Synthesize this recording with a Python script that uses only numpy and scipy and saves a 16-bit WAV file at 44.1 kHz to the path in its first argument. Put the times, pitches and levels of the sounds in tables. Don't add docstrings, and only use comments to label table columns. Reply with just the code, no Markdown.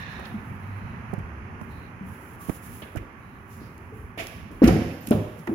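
import sys
import numpy as np
from scipy import signal
from scipy.fft import rfft, irfft, next_fast_len
from scipy.io import wavfile
from scipy.ndimage import uniform_filter1d

SR = 44100
rng = np.random.default_rng(int(sys.argv[2]) if len(sys.argv) > 2 else 0)


def wav_record(signal):
    frames = np.transpose(np.atleast_2d(signal))
    bounded = np.clip(frames, -1, 1)
    quanta = np.round(bounded * 32767).astype(np.int16)
    wavfile.write(sys.argv[1], SR, quanta)


def gain_from_db(level_db):
    decades = np.asarray(level_db, float) / 20
    return 10 ** decades


N = 244358
PADDED = next_fast_len(N + SR)
HZ = np.maximum(np.arange(PADDED // 2 + 1) * SR / PADDED, 1)
T = np.arange(N) / SR


def rms_one(x):
    return x / np.sqrt(np.mean(x ** 2) + 1e-20)


def at_hz(points, hz):
    points_hz, values = np.transpose(points)
    return np.interp(np.log(hz), np.log(points_hz), values)


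def drift(rate_hz):
    r = np.exp(-80 * np.pi * rate_hz / SR)
    slow = signal.lfilter([1], [1, -2 * r, r * r], rng.standard_normal(N // 40 + 2002))[2000:]
    return np.interp(np.arange(N) / 40, np.arange(len(slow)), rms_one(slow))


def resonance(x, hz, width_hz):
    r = np.exp(-np.pi * width_hz / SR)
    b = np.array([1, 0, -1]) * (1 - r * r) / 2
    a = [1, -2 * r * np.cos(2 * np.pi * hz / SR), r * r]
    return signal.lfilter(b, a, signal.lfilter(b, a, x))


def whistle(hz):
    return np.sin(2 * np.pi * np.cumsum(hz) / SR)


def diffuse():
    # (frequency [Hz], correlation [1])
    likeness = [(60, 0.79), (130, 0.9), (290, 0.96), (640, 0.44), (1410, -0.17), (3100, 0.16),
                (6820, -0.088), (15000, -0.082)]
    mid, side = rfft(rng.standard_normal((2, PADDED)))
    alike = np.clip(at_hz(likeness, HZ), -1, 1)
    return np.sqrt(1 + alike) * mid + np.sqrt(1 - alike) * side * [[1], [-1]]


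def coloured(spectrum, flicker_db, rate_hz):
    noise = irfft(diffuse() * gain_from_db(at_hz(spectrum, HZ)), PADDED)[:, :N]
    return rms_one(noise * gain_from_db(flicker_db * drift(rate_hz)))


def strokes(rows, rise_db_per_s=500):
    out = 0
    for s, hold_s, db, t60_s in rows:
        rise_db = rise_db_per_s * np.maximum(s - T, 0)
        fade_db = 60 / t60_s * np.maximum(T - s - hold_s, 0)
        out = out + gain_from_db(db - rise_db - fade_db)
    return out


def ventilation():
    # (time [s], rumble level [dB])
    openness = [(0.0, -36), (0.33, -36.5), (0.6, -37.5), (0.8, -35), (1.26, -36.5), (1.62, -37),
                (1.99, -40), (2.6, -39), (3.3, -42.5), (3.9, -41), (4.34, -41.5), (4.58, -41)]
    # (frequency [Hz], density [dB per Hz])
    rumble_colour = [(18, -50), (30, -12), (87, 3), (113, 2), (140, -3.5), (208, -2.5), (265, -6.5),
                     (310, -17.5), (450, -19), (580, -26), (990, -120)]
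    # (frequency [Hz], density [dB per Hz])
    hiss_colour = [(190, -21), (300, -5), (420, -8.5), (612, -7.5), (889, -2), (1270, -2), (1760, -4.5),
                   (2500, -10.5), (3100, -20.5), (3400, -28), (3700, -34.5), (6440, -31.5), (8360, -55.5),
                   (9670, -36.5), (10800, -34.5), (16000, -49)]
    rumble_db = np.interp(T, *np.transpose(openness))
    hiss_db = -46 + 0.49 * (rumble_db - rumble_db.mean()) - 0.72 * T
    rumble = gain_from_db(rumble_db - 3.5) * coloured(rumble_colour, 2.45, 4.15)
    return rumble + gain_from_db(hiss_db) * coloured(hiss_colour, 0.44, 0.99)


def machinery():
    # (time [s], frequency [Hz], level [dB])
    drone_curve = [(.5, 94, -58), (.7, 99.3, -28), (.88, 98.2, -32.5), (.98, 95.5, -50), (1.15, 103.3, -35),
                   (1.22, 99.6, -29), (1.3, 74.8, -33), (1.4, 67, -30), (1.5, 65.2, -93)]
    # (full from [s], hold [s], level [dB], fade t60 [s])
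    swells = [(1.3, 0.25, -53, 0.94), (1.7, 0.19, -57.5, 1), (2.15, 0.29, -52, 0.79),
              (3.3, 0.17, -60, 0.43), (3.65, 0.34, -53.5, 0.65), (4.2, .05, -50, 1)]
    # (frequency [Hz], width [Hz], level [dB])
    tones = [
        (385, 2, -63.5),
        (1138, 0.93, -66),
        (225.5, 13.5, -61),
    ]
    s, hz, db = np.transpose(drone_curve)
    running = (T >= s[0]) & (T <= s[-1])
    drone_db = np.interp(T, s, db) - 5 + 2 * drift(7.1)
    out = running * gain_from_db(drone_db) * whistle(np.interp(T, s, hz) + 1.2 * drift(16.0))
    far = rms_one(resonance(rng.standard_normal(N), 292, 230))
    out = out + strokes(swells, rise_db_per_s=200) * far
    for hz, width_hz, db in tones:
        out = out + gain_from_db(db) * rms_one(resonance(rng.standard_normal(N), hz, width_hz))
    return out


def friction():
    # (full from [s], hold [s], level [dB], fade t60 [s])
    rustle = [(0.0, .005, -51, 0.2), (.1, 0.11, -59, 0.69), (.26, .03, -58, 0.72), (.45, 0.32, -63, 1.4),
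              (1.12, 0.032, -68, 0.55), (1.62, .01, -57.5, 0.28), (1.71, 0.052, -60, 1.2),
              (2.07, 0.11, -54, 0.12), (2.215, 0.14, -53.5, 0.081), (2.415, 0.15, -43.5, 0.19),
              (2.64, 0.12, -44.5, 0.76), (2.962, .012, -67, 0.36), (3.2, 0.4, -67, 0.67),
              (3.505, .04, -56, 1.8), (3.78, .03, -76, .9), (3.955, 0.072, -59.5, 0.45),
              (5.13, .005, -42.5, 0.23), (5.25, .1, -66, 0.58), (5.385, 0.019, -57, .7),
              (5.475, 0.084, -58, 0.58)]
    # (full from [s], hold [s], level [dB], fade t60 [s])
    spray = [
        (4.178, 0.075, -44.5, 0.7),
        (4.515, .02, -59, 1.5),
    ]
    # (frequency [Hz], density [dB per Hz])
    cloth_colour = [(1760, -32), (3000, -3), (3700, -8), (4440, -10), (5200, -7.5), (7300, -3.5),
                    (8460, -11.5), (9870, -1), (10400, 5), (12300, 0), (15100, -1.5), (16000, 7.5)]
    # (full from [s], hold [s], level [dB], fade t60 [s])
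    scuff = [
        (0.0, 0.15, -44.5, 0.69),
        (.24, .01, -56, 0.27),
    ]
    # (frequency [Hz], density [dB per Hz])
    sole_colour = [(350, -42), (600, -32), (862, -18), (966, -21), (1120, -21), (1450, -6), (1750, 9.5),
                   (2150, -8), (2600, -3), (3200, -13.5), (3650, -4.5), (4250, -10.5), (4700, -21),
                   (5500, -16), (7000, -28.5), (11700, -54), (19800, -120)]
    # (full from [s], hold [s], level [dB], fade t60 [s])
    swish = [(.62, 0.34, -71.5, 0.83), (1.71, 0.16, -67, 0.22), (3.22, 0.15, -75.5, 0.46)]
    cloth = (strokes(rustle) + strokes(spray, rise_db_per_s=4000)) * coloured(cloth_colour, 1.04, 27.0)
    sole = gain_from_db(2.0) * strokes(scuff) * coloured(sole_colour, 0.75, 49.0)
    sleeve = strokes(swish) * rms_one(resonance(rng.standard_normal((2, N)), 3960, 600))
    return cloth + sole + sleeve


def squeaks():
    # (time [s], length [s], start [Hz], end [Hz], level [dB])
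    squeak_rows = [(4.925, .095, 12850, 13900, -63), (5.005, .07, 13800, 13450, -57),
                   (4.88, .055, 14800, 14100, -68), (4.925, .05, 14100, 15100, -71),
                   (4.865, .1, 10750, 10200, -71), (4.96, .105, 10550, 10250, -72),
                   (4.87, .09, 11950, 12050, -72), (3.27, .1, 13000, 12300, -79),
                   (3.36, .08, 11600, 12400, -81), (3.34, .11, 10300, 9500, -80),
                   (3.3, .06, 11200, 10500, -79), (3.42, .07, 12600, 11700, -79),
                   (4.93, .05, 14100, 13000, -70)]
    edge_s = 0.0067
    out = 0
    for s, length_s, from_hz, to_hz, db in squeak_rows:
        end_s = s + length_s
        hz = np.interp(T, [s, end_s], [from_hz, to_hz]) + 70 * drift(170.0)
        on = np.clip(np.minimum(T - s, end_s - T) / edge_s, 0, 1)
        out = out + on * gain_from_db(db - 1 + 3.5 * drift(40.0)) * whistle(hz)
    return out


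def crack_rows():
    # (time [s], peak [dB], t60 [s])
    ticks = [(.195, -31.5, .02), (.25, -39, 0.047), (1.137, -25.5, 0.009), (1.185, -41, .04),
             (1.613, -38, 0.017), (2.496, -21, 0.0046), (5.02, -35, .3), (2.957, -28.5, 0.027),
             (2.968, -31.5, 0.046), (3.128, -43, 0.0064), (3.501, -37, 0.38), (3.779, -31, 0.013),
             (4.513, -38, 0.031), (4.94, -52, 0.027), (5.389, -33, 0.055), (5.471, -23.5, 0.019)]
    # (time [s], peak [dB], centre [Hz], t60 [s])
    knocks = [(0.189, -23.5, 604, 0.044), (0.252, -27.5, 3300, .04), (1.134, -31.5, 597, 0.05),
              (1.612, -32, 870, 0.019), (2.493, -34, 1380, 0.026), (2.495, -37, 2600, 0.018),
              (4.816, -32, 2140, 0.065), (4.903, -33, 2450, 0.068), (2.818, -34, 1820, 0.11),
              (2.818, -31, 2890, 0.1), (2.496, -32, 1500, 0.014), (4.176, -40, 3400, 0.068),
              (4.6764, -23, 900, 0.033), (2.819, -37, 910, 0.078), (2.867, -38.5, 2240, 0.11),
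              (2.961, -34, 1240, 0.063), (2.97, -32, 2140, 0.057), (3.6, -44.5, 4400, 0.38)]
    # (time [s], peak [dB], centre [Hz], t60 [s])
    clatter = [(4.176, -23.5, 2160, 0.069), (4.182, -22.5, 2300, 0.19), (4.186, -29, 6040, 0.19),
               (4.195, -30, 2820, 0.076), (4.203, -26.5, 2470, 0.037), (4.208, -32, 3480, 0.036),
               (4.225, -43, 2600, 0.066), (4.27, -12.5, 5560, 0.003), (4.27, -15, 11500, 0.0049),
               (4.19, -28, 10500, 0.11)]
    # (time [s], peak [dB], centre [Hz], t60 [s], hall feed [dB])
    latch = [(4.621, -32.5, 1350, 0.092, 0.5), (4.621, -30, 4500, 0.1, -21),
             (4.635, -20.5, 2240, 0.13, -8.5), (4.633, -23, 11200, 0.31, -2.5),
             (4.639, -14, 13000, .03, -7), (4.639, -20, 5000, .05, -18), (4.6768, -14.5, 2120, 0.061, -19),
             (4.673, -14, 5000, 0.055, -32), (4.683, -26, 5000, .02, -20), (4.674, -13.5, 10700, 0.053, -9),
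             (4.678, -17, 4840, 0.017, -4), (5.066, -25, 11000, .03, -20), (5.0705, -11, 11500, 0.02, -7.5),
             (5.0711, -26.5, 2540, 0.02, -12), (5.087, -18, 10870, 0.017, -18),
             (5.108, -8.5, 11500, 0.012, -22), (5.11, -26.5, 870, 0.18, -15),
             (5.112, -22.5, 2800, 0.091, -16), (5.126, -31, 15000, 0.066, 3),
             (5.473, -20.5, 1460, 0.033, -23)]
    rows = [(s, db, 8650, 40000, t60_s, -16) for s, db, t60_s in ticks]
    rows += [(s, db, hz, 123 + 0.55 * hz, t60_s, -18) for s, db, hz, t60_s in knocks]
    metal = [(*row, -15) for row in clatter] + list(latch)
    rows += [(s, db, hz, 123 + 0.77 * hz, t60_s, hall_db) for s, db, hz, t60_s, hall_db in metal]
    return rows


def cracks():
    near, far = np.zeros((2, N)), np.zeros(N)
    t = np.arange(SR // 4) / SR
    for s, db, hz, width_hz, t60_s, hall_db in crack_rows():
        i = round(s * SR)
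        shape = gain_from_db(db - 5.0 - 60 * t / t60_s) * (1 - np.exp(-t / (0.067 * t60_s)))
        burst = rms_one(resonance(rng.standard_normal((2, len(t))), hz, width_hz)) * shape
        near[:, i:i + len(t)] += burst[:, :N - i]
        click = rms_one(resonance(1. * (t == 0), hz, width_hz))
        click = click * np.sqrt(np.mean(shape ** 2))
        far[i:i + len(t)] += gain_from_db(hall_db) * click[:N - i]
    return near, far


def thuds():
    # (time [s], peak [dB], thud [Hz], t60 [s], panel ring [dB])
    blows = [(4.6183, -3, 275, .075, -28), (4.637, 1, 228, .075, -28), (4.6335, -3, 320, .04, -30),
             (4.676, -4, 310, .05, -20), (5.109, -4, 220, .055, -22), (4.6195, -12, 500, .06, -32),
             (4.6325, -8, 410, .035, -28), (4.6395, -11, 150, .1, -32), (4.65, -16, 62, .33, -40),
             (4.672, -20, 102, .3, -40), (4.688, -15, 700, .04, -24), (4.706, -8, 170, .06, -24),
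             (4.657, -20, 190, .03, -34), (4.655, -20, 480, .05, -32), (4.691, -10, 330, .04, -26),
             (4.722, -11, 165, .07, -27), (4.742, -13, 155, .08, -30), (4.763, -13, 270, .06, -30),
             (4.785, -18, 200, .07, -33), (4.816, -23, 240, .12, -32), (4.733, -14, 150, .07, -32),
             (5.132, -14, 260, .05, -30), (5.149, -18, 200, .08, -32), (5.172, -17, 170, .07, -34),
             (5.398, -30, 160, .1, -50), (5.4875, -21, 300, .03, -40), (5.527, -25, 320, .06, -40),
             (5.5, -24, 200, .06, -40), (5.111, -12, 390, .06, -26), (5.118, -18, 580, .08, -26),
             (5.145, -21, 105, .3, -50), (5.472, -27, 850, .02, -44), (5.476, -24, 330, .09, -34),
             (5.492, -14, 235, .04, -32), (5.512, -21, 320, .12, -38)]
    # (time [s], peak [dB], thud [Hz], t60 [s], hall feed [dB])
    bumps = [(0.191, -31, 362, 0.049, -26), (0.341, -24.5, 208, 0.11, -13), (1.134, -17, 158, 0.034, -32),
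             (1.131, -25.5, 369, 0.045, -24), (1.133, -34.5, 710, 0.035, -30), (.193, -37.5, 660, .04, -28),
             (1.612, -36, 586, 0.027, -26), (2.82, -42.5, 590, 0.076, -20), (1.18, -15, 135, 0.022, -12),
             (1.615, -26.5, 200, 0.053, -41), (2.01, -25.5, 182, 0.078, -10),
             (2.407, -45.5, 1110, 0.6, -45), (2.486, -21, 200, 0.038, -31),
             (2.4973, -3.5, 224, 0.0093, -49), (2.494, -25, 620, 0.028, -46),
             (2.821, -28.5, 320, 0.015, -9.5), (2.952, -19.5, 259, 0.015, -9.5),
             (2.959, -27, 595, 0.022, -40), (2.967, -16, 100, 0.039, -16.5), (3.616, -22, 226, 0.015, -17),
             (3.922, -38.5, 417, 0.11, -17), (3.991, -29, 82, 0.13, -11.5),
             (4.176, -17.5, 284, 0.006, -6.5), (4.175, -29.5, 650, 0.017, -15),
             (4.195, -30, 643, 0.13, -31), (4.508, -19.5, 200, 0.0085, -6), (5.071, -29.5, 216, 0.047, 2.5)]
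    opening_s = 5.0
    near, far, jolts = np.zeros((3, N))
    t = np.arange(SR // 2) / SR
    sag = 1 + 0.081 * np.exp(-t / 0.013)
    contacts = [(*blow, -20) for blow in blows]
    contacts += [(s, db, hz, t60_s, db - 27, hall_db) for s, db, hz, t60_s, hall_db in bumps]
    for s, db, hz, t60_s, panel_db, hall_db in contacts:
        i = round(s * SR)
        swing = gain_from_db(db - 60 * t / t60_s) * (1 - np.exp(-t * hz / 0.25)) * whistle(hz * sag)
        swing = swing * (1 if s < opening_s else -1)
        near[i:i + len(t)] += swing[:N - i]
        far[i:i + len(t)] += gain_from_db(hall_db) * swing[:N - i]
        jolts[i] += gain_from_db(panel_db)
    return near, far, jolts


def panel(jolts):
    # (frequency [Hz], width [Hz], level [dB], t60 [s])
    panel_modes = [(105.3, 62, -5, 0.57), (164, 6.3, -8.5, 0.48), (200, 204, -7, 0.75),
                   (241, 20, -29, 0.28), (317, 17, -2.5, 0.13), (448, 20.8, -11, 0.31),
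                   (778.6, 24, -10.5, 0.13), (465, 136, -17.5, 1), (525, 50, -10, 0.28),
                   (620, 100, -21, 0.32), (686, 32, 4, 0.05), (1080, 720, 1, 0.053)]
    white, out = irfft(diffuse(), PADDED)[:, :N], 0
    for hz, width_hz, db, t60_s in panel_modes:
        fall, rise = gain_from_db(-60 / (t60_s * SR)), np.exp(-hz / (2.5 * SR))
        shudder = signal.lfilter([1 - rise], np.convolve([1, -fall], [1, -rise]), jolts + 1e-18)
        rattle = white + 150 / hz * np.mean(white, axis=0)
        out = out + gain_from_db(db - 12.5) * shudder * rms_one(resonance(rattle, hz, width_hz))
    return out


def leaning(x):
    # (time [s], length [s])
    grips = [(1.125, .035), (1.175, .03), (1.605, .025), (2.48, .035), (2.948, .045)]
    grip_db, door_db = -22, 1.5
    right_lag_s = 0.00023
    gripped = sum(1. * (T > s) * (T < s + length_s) for s, length_s in grips)
    gripped = uniform_filter1d(gripped, size=200)
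    lean = gain_from_db(door_db + (grip_db - door_db) * gripped)
    lag = np.exp(-1j * np.pi * HZ * right_lag_s * np.array([[-1], [1]]))
    lagged = irfft(rfft(x, PADDED) * lag, PADDED)[:, :N]
    return lagged * 2 / (1 + lean) * np.array([lean, np.ones(N)])


def hall(x):
    # (frequency [Hz], t60 [s])
    hall_t60 = [(60, 0.33), (160, 0.19), (420, 0.62), (1100, 0.83), (2900, 1.15), (7700, 0.99),
                (15000, 1.15)]
    # (frequency [Hz], level [dB])
    hall_colour = [(40, 16.5), (100, 1), (300, 0.5), (1000, 2), (3000, -5.5), (5500, -7), (8500, -13),
                   (11000, -15), (15000, -17)]
    t, tail = np.arange(SR) / SR, 0
    white = irfft(diffuse(), PADDED)[:, :2 * SR].reshape(2, 2, SR)
    borders_hz = 35 * 2 ** np.arange(0, 9.1, 1 / 3)
    for k, (low_hz, high_hz) in enumerate(zip(borders_hz, borders_hz[1:])):
        hz = np.sqrt(low_hz * high_hz)
        sos = signal.butter(2, [low_hz, high_hz], "band", fs=SR, output="sos")
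        fade_db = at_hz(hall_colour, hz) - 60 * t / at_hz(hall_t60, hz)
        tail = tail + signal.sosfilt(sos, white[:, k % 2]) * gain_from_db(fade_db)
    tail = tail * (1 - np.exp(-t / 0.0012)) * gain_from_db(-20.5)
    return irfft(rfft(x, PADDED) * rfft(tail, PADDED), PADDED)[:, :N]


def housing(x):
    # (frequency [Hz], gain [dB])
    shell = [(2000, 1), (3450, -3), (3900, -5.5), (5500, -4), (7300, -8), (8600, -19), (9800, -9),
             (15500, -10)]
    return irfft(rfft(x, PADDED) * gain_from_db(at_hz(shell, HZ)), PADDED)[:, :N]


def scene():
    thud, thud_far, jolts = thuds()
    crack, crack_far = cracks()
    contacts = leaning(thud + crack) + panel(jolts) + hall(thud_far + crack_far)
    return ventilation() + machinery() + friction() + squeaks() + housing(contacts)


def low_pass(x):
    return signal.sosfilt(signal.butter(12, 16610, fs=SR, output="sos"), x)


def record(dry):
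    # (frequency [Hz], left minus right [dB])
    ports = [(60, -2), (92, -2.5), (140, -1.5), (210, -1.5), (330, -1.5), (500, -2.5), (770, -3.5),
             (1170, -5), (1790, -7.0), (2740, -13.5), (4190, 3), (6410, -5), (9810, -16), (15000, 2.5)]
    tilt = gain_from_db(at_hz(ports, HZ) / 2 * np.array([[1], [-1]]))
    x = irfft(rfft(dry, PADDED) * tilt / np.mean(tilt, axis=0), PADDED)[:, :N]
    x = signal.sosfilt(signal.butter(2, 40.0, "high", fs=SR, output="sos"), x)
    x = signal.sosfilt(signal.cheby2(12, 60, 16600, fs=SR, output="sos"), x)
    mix = 1.8 * np.tanh(x / 1.8)
    return low_pass(mix)


dry = scene()
out = record(dry)
wav_record(out)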